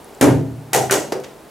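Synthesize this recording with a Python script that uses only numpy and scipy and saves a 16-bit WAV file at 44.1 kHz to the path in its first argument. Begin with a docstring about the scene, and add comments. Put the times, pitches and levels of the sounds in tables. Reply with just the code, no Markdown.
"""Plastic globe in a hallway

A hollow plastic globe is thrown down a narrow hallway: it thumps on the floor, cracks against the
walls and lands again with lighter taps. Each contact rings the shell and the struck surface; the
hallway answers with a flutter echo, a bright tail and booming standing waves. Ventilation noise
and tiny plastic ticks lie underneath. An automatic gain ducks under the loud blows."""
import sys
import numpy as np
from scipy import signal
from scipy.fft import rfft, irfft
from scipy.io import wavfile
from scipy.ndimage import uniform_filter1d

SR = 44100
rng = np.random.default_rng(int(sys.argv[2]) if len(sys.argv) > 2 else 0)


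def wav_record(signal):
    """Record a signal, one row per channel, as 16-bit PCM in the file named by sys.argv[1]."""
    frames = np.transpose(np.atleast_2d(signal))
    bounded = np.clip(frames, -1, 1)
    # unit amplitude maps onto the largest positive 16-bit level
    quanta = np.round(bounded * 32767).astype(np.int16)
    wavfile.write(sys.argv[1], SR, quanta)


N = 66150
T = np.arange(N) / SR


def from_db(db):
    """Decibels to gain."""
    return 10 ** (np.asarray(db) / 20)


def at_hz(points, hz, column=1):
    """Table column interpolated over log frequency."""
    points = np.array(points)
    return np.interp(np.log(hz + 1e-9), np.log(points[:, 0]), points[:, column])


def unit_energy(x):
    """Scale to a mean energy of 1 per channel."""
    return x / np.sqrt(np.mean(np.sum(x ** 2, axis=-1)))


def delayed(x, delay_s):
    """Shift later, keeping N samples."""
    lag = int(np.clip(delay_s * SR, 0, N - 1))
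    return np.concatenate([np.zeros_like(x[..., :lag]), x[..., :N - lag]], axis=-1)


def convolve(x, response):
    """Pass a sound through an impulse response."""
    return irfft(rfft(x, 2 * N) * rfft(response, 2 * N))[..., :N]


def stereo_noise(spread):
    """White noise; spread is the side-to-mid ratio."""
    mid, side = rng.standard_normal((2, N))
    return np.array([mid + spread * side, mid - spread * side])


def pulse(*spectra):
    """Minimum-phase click shaped by the sum of the dB curves."""
    hz = np.arange(N + 1) * SR / (2 * N)
    level_db = sum(at_hz(spectrum, hz) for spectrum in spectra)
    cepstrum = irfft(np.log(from_db(level_db)))
    cepstrum[1:N] *= 2
    cepstrum[N + 1:] = 0
    return irfft(np.exp(rfft(cepstrum)))[:N]


def swell(t60_s, rise_s):
    """Exponential rise and decay."""
    return (1 - np.exp(-T / rise_s)) * np.exp(-np.log(1000) * T / t60_s)


def ring(modes, rise_s=1 / SR):
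    """One decaying sinusoid per mode."""
    return sum(from_db(db) * swell(t60_s, rise_s) * np.cos(2 * np.pi * hz * T)
               for hz, db, t60_s in modes)


# ventilation spectrum: freq_hz, relative_density_db
VENT_SPECTRUM = [(25, -16), (50, -9), (80, -7.5), (110, -12.5), (145, -5.5), (190, -5.5), (280, -2),
                 (420, 1), (520, -3.5), (800, -3), (1100, -10), (1900, -16.5), (3000, -20.5), (6000, -24.5),
                 (10000, -24.5), (16000, -30)]


def ventilation(rms_db=-41):
    """Steady hum and hiss of moving air."""
    white = rfft(stereo_noise(spread=0.31))
    hz = np.arange(white.shape[1]) * SR / N
    air = irfft(white * from_db(at_hz(VENT_SPECTRUM, hz)), N)
    return from_db(rms_db) * np.sqrt(N) * unit_energy(air)


# ticks before the first blow: start_s, pitch_hz, level_db
HANDLING_TICKS = [(0.045, 10350, -30), (0.149, 7700, -33)]


def plastic_ticks(stray_count=16, t60_s=0.007):
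    """Thin ticks of handled plastic, plus fainter ones at random times."""
    strays = rng.uniform(low=[0, 5500, -51], high=[N / SR, 13000, -41], size=(stray_count, 3))
    return sum(delayed(ring([(hz, db, t60_s)]), start_s)
               for start_s, hz, db in [*HANDLING_TICKS, *strays])


# shell modes: pitch_hz, level_db, t60_s
SHELL_MODES = [(1433.4, -48, 0.021), (1573, -71, 0.12), (1918, -44.5, 0.058), (2857, -49, 0.09),
               (4530, -67, .15), (5050, -55, 0.024), (5870, -43, 0.064), (6450, -57, 0.11),
               (6640, -46, 0.059), (6930, -67, .12), (7750, -43.5, .07), (8930, -35.5, 0.016)]
# contact spectrum: freq_hz, level_db
CONTACT_SPECTRUM = [(40, -45.5), (70, 2), (120, 13.5), (190, 10), (300, 13.5), (500, 12), (800, 10),
                    (1150, 4.5), (1900, 2.5), (2800, -0.5), (4200, -4.5), (5500, -4), (7000, -2.5),
                    (8400, -7), (11000, -8), (13500, -11.5), (16000, -22.5)]


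def shell_contact(*colours):
    """A contact pulse, coloured by dB curves, rings the hollow shell."""
    shell = signal.unit_impulse(N) + ring(SHELL_MODES)
    return convolve(pulse(CONTACT_SPECTRUM, *colours), shell)


# direct path, brighter than the room: freq_hz, gain_db
DIRECT_PATH = [(150, 0.5), (1000, -4.5), (3000, -1.5), (7000, 2.5), (12000, 3)]


def shell_crack(decay_s, gain_db=13, spread=0.26):
    """Milliseconds of dense shell vibration, heard by the direct path."""
    fade = np.exp(-T / decay_s)
    spectrum = rfft(rng.standard_normal((2, N)) * fade)
    whitened = irfft(spectrum / (np.abs(spectrum) + 1e-12), N)
    mid, side = whitened * np.sqrt(fade)
    burst = unit_energy(np.array([mid + spread * side, mid - spread * side]))
    return from_db(gain_db) * convolve(burst, pulse(DIRECT_PATH))


# long shell modes: pitch_hz, level_db, t60_s
AFTER_RING_MODES = [(2351, -27, 0.26), (4440, -52, 0.44), (5770, -53, .4), (6500, -41, 0.74),
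                    (6900, -24, 0.23), (7100, -49, 0.4), (7300, -44, .45)]


def shell_after_ring():
    """The shell rings on thinly in flight."""
    return ring(AFTER_RING_MODES)


# hallway reverberation: freq_hz, t60_s, rise_s
TAIL_TIMES = [(102, 0.7, 0.027), (235, 0.69, 0.011), (594, 0.41, 0.026), (1510, 0.32, 0.002),
              (3650, 0.41, 0.0017), (7100, 0.35, 0.0098), (14100, 0.34, 0.0024)]


def hallway_tail(gain_db=22, spread=0.39, narrow_below_hz=180):
    """Diffuse reflections: lows build more slowly and last longer."""
    edges_hz = np.geomspace(45, 17000, 18)
    tail = 0
    for low, high in zip(edges_hz, edges_hz[1:]):
        hz = np.sqrt(low * high)
        noise = stereo_noise(spread * min(1, hz / narrow_below_hz))
        envelope = swell(t60_s=at_hz(TAIL_TIMES, hz), rise_s=at_hz(TAIL_TIMES, hz, column=2))
        bandpass = signal.butter(3, [low, high], "band", fs=SR, output="sos")
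        band = unit_energy(signal.sosfilt(bandpass, noise * envelope))
        tail = tail + band * np.sqrt(2 * (high - low) / SR)  # equal energy per Hz
    return from_db(gain_db) * tail


# hallway modes: pitch_hz, level_db, t60_s
HALLWAY_MODES = [(76.8, -44, 1.4), (125.4, -60, 0.99), (149.8, -40, 1.32), (212.6, -40, 1),
                 (267.2, -46, .55), (308.6, -40.5, 0.42), (392.4, -31, 0.53), (435.5, -25.5, 0.33),
                 (476, -48, 0.28), (557, -60, 0.17), (653.4, -40.5, 0.96), (772, -55, 0.29),
                 (893, -35, 0.43), (994, -64, 0.32), (1465, -48, 0.26)]


def standing_waves():
    """The air in the hallway booms at its resonances."""
    return ring(HALLWAY_MODES, rise_s=0.027)


# floor and ceiling reflections: delay_s, gain_db, left_over_right_db
FLUTTER_ECHOES = [(.0152, -0.5, 2.5), (.0298, -4.5, 6), (.0445, -12, 3)]


def flutter_echo(crack):
    """The crack bounces between floor and ceiling."""
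    return sum(from_db([[db + pan_db / 2], [db - pan_db / 2]]) * delayed(crack, delay_s)
               for delay_s, db, pan_db in FLUTTER_ECHOES)


# band centres: bass_hz, low_mid_hz, mid_hz, treble_hz
BAND_CENTRES_HZ = [140, 450, 1700, 7500]
# hard cracks flanked by dull contacts: start_s, level_db, bass_db, low_mid_db, mid_db, treble_db,
# room_db, crack_decay_s, resonance_hz, lift_db
GLOBE_BLOWS = [(0.2108, 0, 4.5, 5, -2.5, -12, 3, 0.0076, 293, 3),
               (0.2121, 6, -12, -17, -12.5, -5, -4.5, 0.0032, 10500, 3.5),
               (0.2700, -3, 7, 0.5, -1.5, -25.5, -2.5, 0.0088, 660, -2.5),
               (0.7305, -9, -0.5, 4.5, 1.5, -20.5, 2, 0.0036, 773, 10.5),
               (0.733, 3, -19, -9.5, -6, 1.5, -2, 0.0013, 2030, 4.5),
               (0.7640, 0, -12, 2, -14, -41, -9, 0.015, 778, 18.5),
               (0.8973, -1, -22, -16, 4, -26, -8, .0018, 1500, 8),
               (0.9101, 1.5, -11.5, -0.5, -1.5, 1.5, -2, 0.0034, 7700, 2.5),
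               (1.1215, -3.5, -6, 10.5, 0.5, -7, -15, 0.013, 4870, 7.5)]


def blows(resonance_edge_ratio=1.32):
    """The globe hits floor and walls; each blow excites shell and hallway in its own colour."""
    standing, after_ring = standing_waves(), shell_after_ring()
    out = 0
    for start_s, level_db, *bands_db, room_db, crack_decay_s, hz, lift_db in GLOBE_BLOWS:
        colour = list(zip(BAND_CENTRES_HZ, bands_db))
        resonance = [(hz / resonance_edge_ratio, 0), (hz, lift_db), (hz * resonance_edge_ratio, 0)]
        contact = shell_contact(colour, resonance)
        crack = shell_crack(crack_decay_s)
        lingering = from_db(room_db) * (flutter_echo(crack) + hallway_tail() + standing + after_ring)
        out = out + from_db(level_db) * delayed(convolve(contact, crack + lingering), start_s)
    return out


# floor and wall panels: start_s, pitch_hz, level_db, t60_s
PANEL_MODES = [(0.216, 269, -8, 0.73), (0.225, 293.5, -5, 0.41), (0.278, 118.6, -12, 1),
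               (0.305, 145, -2.5, 0.29), (0.738, 135, -15, 0.22), (0.748, 432, -2, 0.083),
               (0.748, 504.8, -11, 0.22), (0.785, 128.4, -16, 0.4), (0.914, 393.2, -3, 0.19),
               (0.913, 581, -21, 0.57), (0.95, 302, -15.5, 0.23), (1.123, 140, -35, 0.8),
               (1.14, 384.6, -17.5, 0.27), (1.13, 507, -20, 0.37)]


def panel_booms():
    """Struck floor and walls swell into a hollow boom just after the blows."""
    return sum(delayed(ring([mode], rise_s=0.014), start_s) for start_s, *mode in PANEL_MODES)


# light contacts: start_s, level_db, treble_db
SETTLING_TAPS = [(1.199, -27, 2), (1.237, -18.5, -8), (1.243, -13, -11.5)]


def settling_taps(bass_db=-14, room_db=-11.5):
    """The shell settles in light touches with little bass."""
    contacts = 0
    for start_s, level_db, treble_db in SETTLING_TAPS:
        colour = [(300, bass_db), (3500, 0), (9000, treble_db)]
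        contacts = contacts + from_db(level_db) * delayed(shell_contact(colour), start_s)
    return convolve(contacts, shell_crack(decay_s=0.008) + from_db(room_db) * hallway_tail())


def automatic_gain(x, threshold_db=-23, slope=0.11, release_db_per_s=7.5, attack_s=0.0027):
    """The gain ducks under loud blows and creeps back as the held peak level falls."""
    power = uniform_filter1d(np.mean(x ** 2, axis=0), size=220)  # 5 ms
    level_db = 10 * np.log10(np.abs(power) + 1e-12)
    held_db = np.maximum.accumulate(level_db + release_db_per_s * T) - release_db_per_s * T
    excess_db = np.maximum(held_db - threshold_db, 0)
    pole = np.exp(-1 / (attack_s * SR))
    duck_db = signal.lfilter([1 - pole], [1, -pole], slope * excess_db)
    return x * from_db(-duck_db)


def scene():
    """The bouncing globe over the quiet of the hallway."""
    globe = blows() + panel_booms() + settling_taps()
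    return globe + ventilation() + plastic_ticks()


def record(dry):
    """Automatic gain, soft clip, steep low-pass."""
    ceiling, stopband_hz = 1.2, 16450
    rounded = ceiling * np.tanh(automatic_gain(dry) / ceiling)
    lowpass = signal.cheby2(20, 70, stopband_hz, fs=SR, output="sos")
    return signal.sosfilt(lowpass, rounded)


dry = scene()
out = record(dry)
wav_record(out)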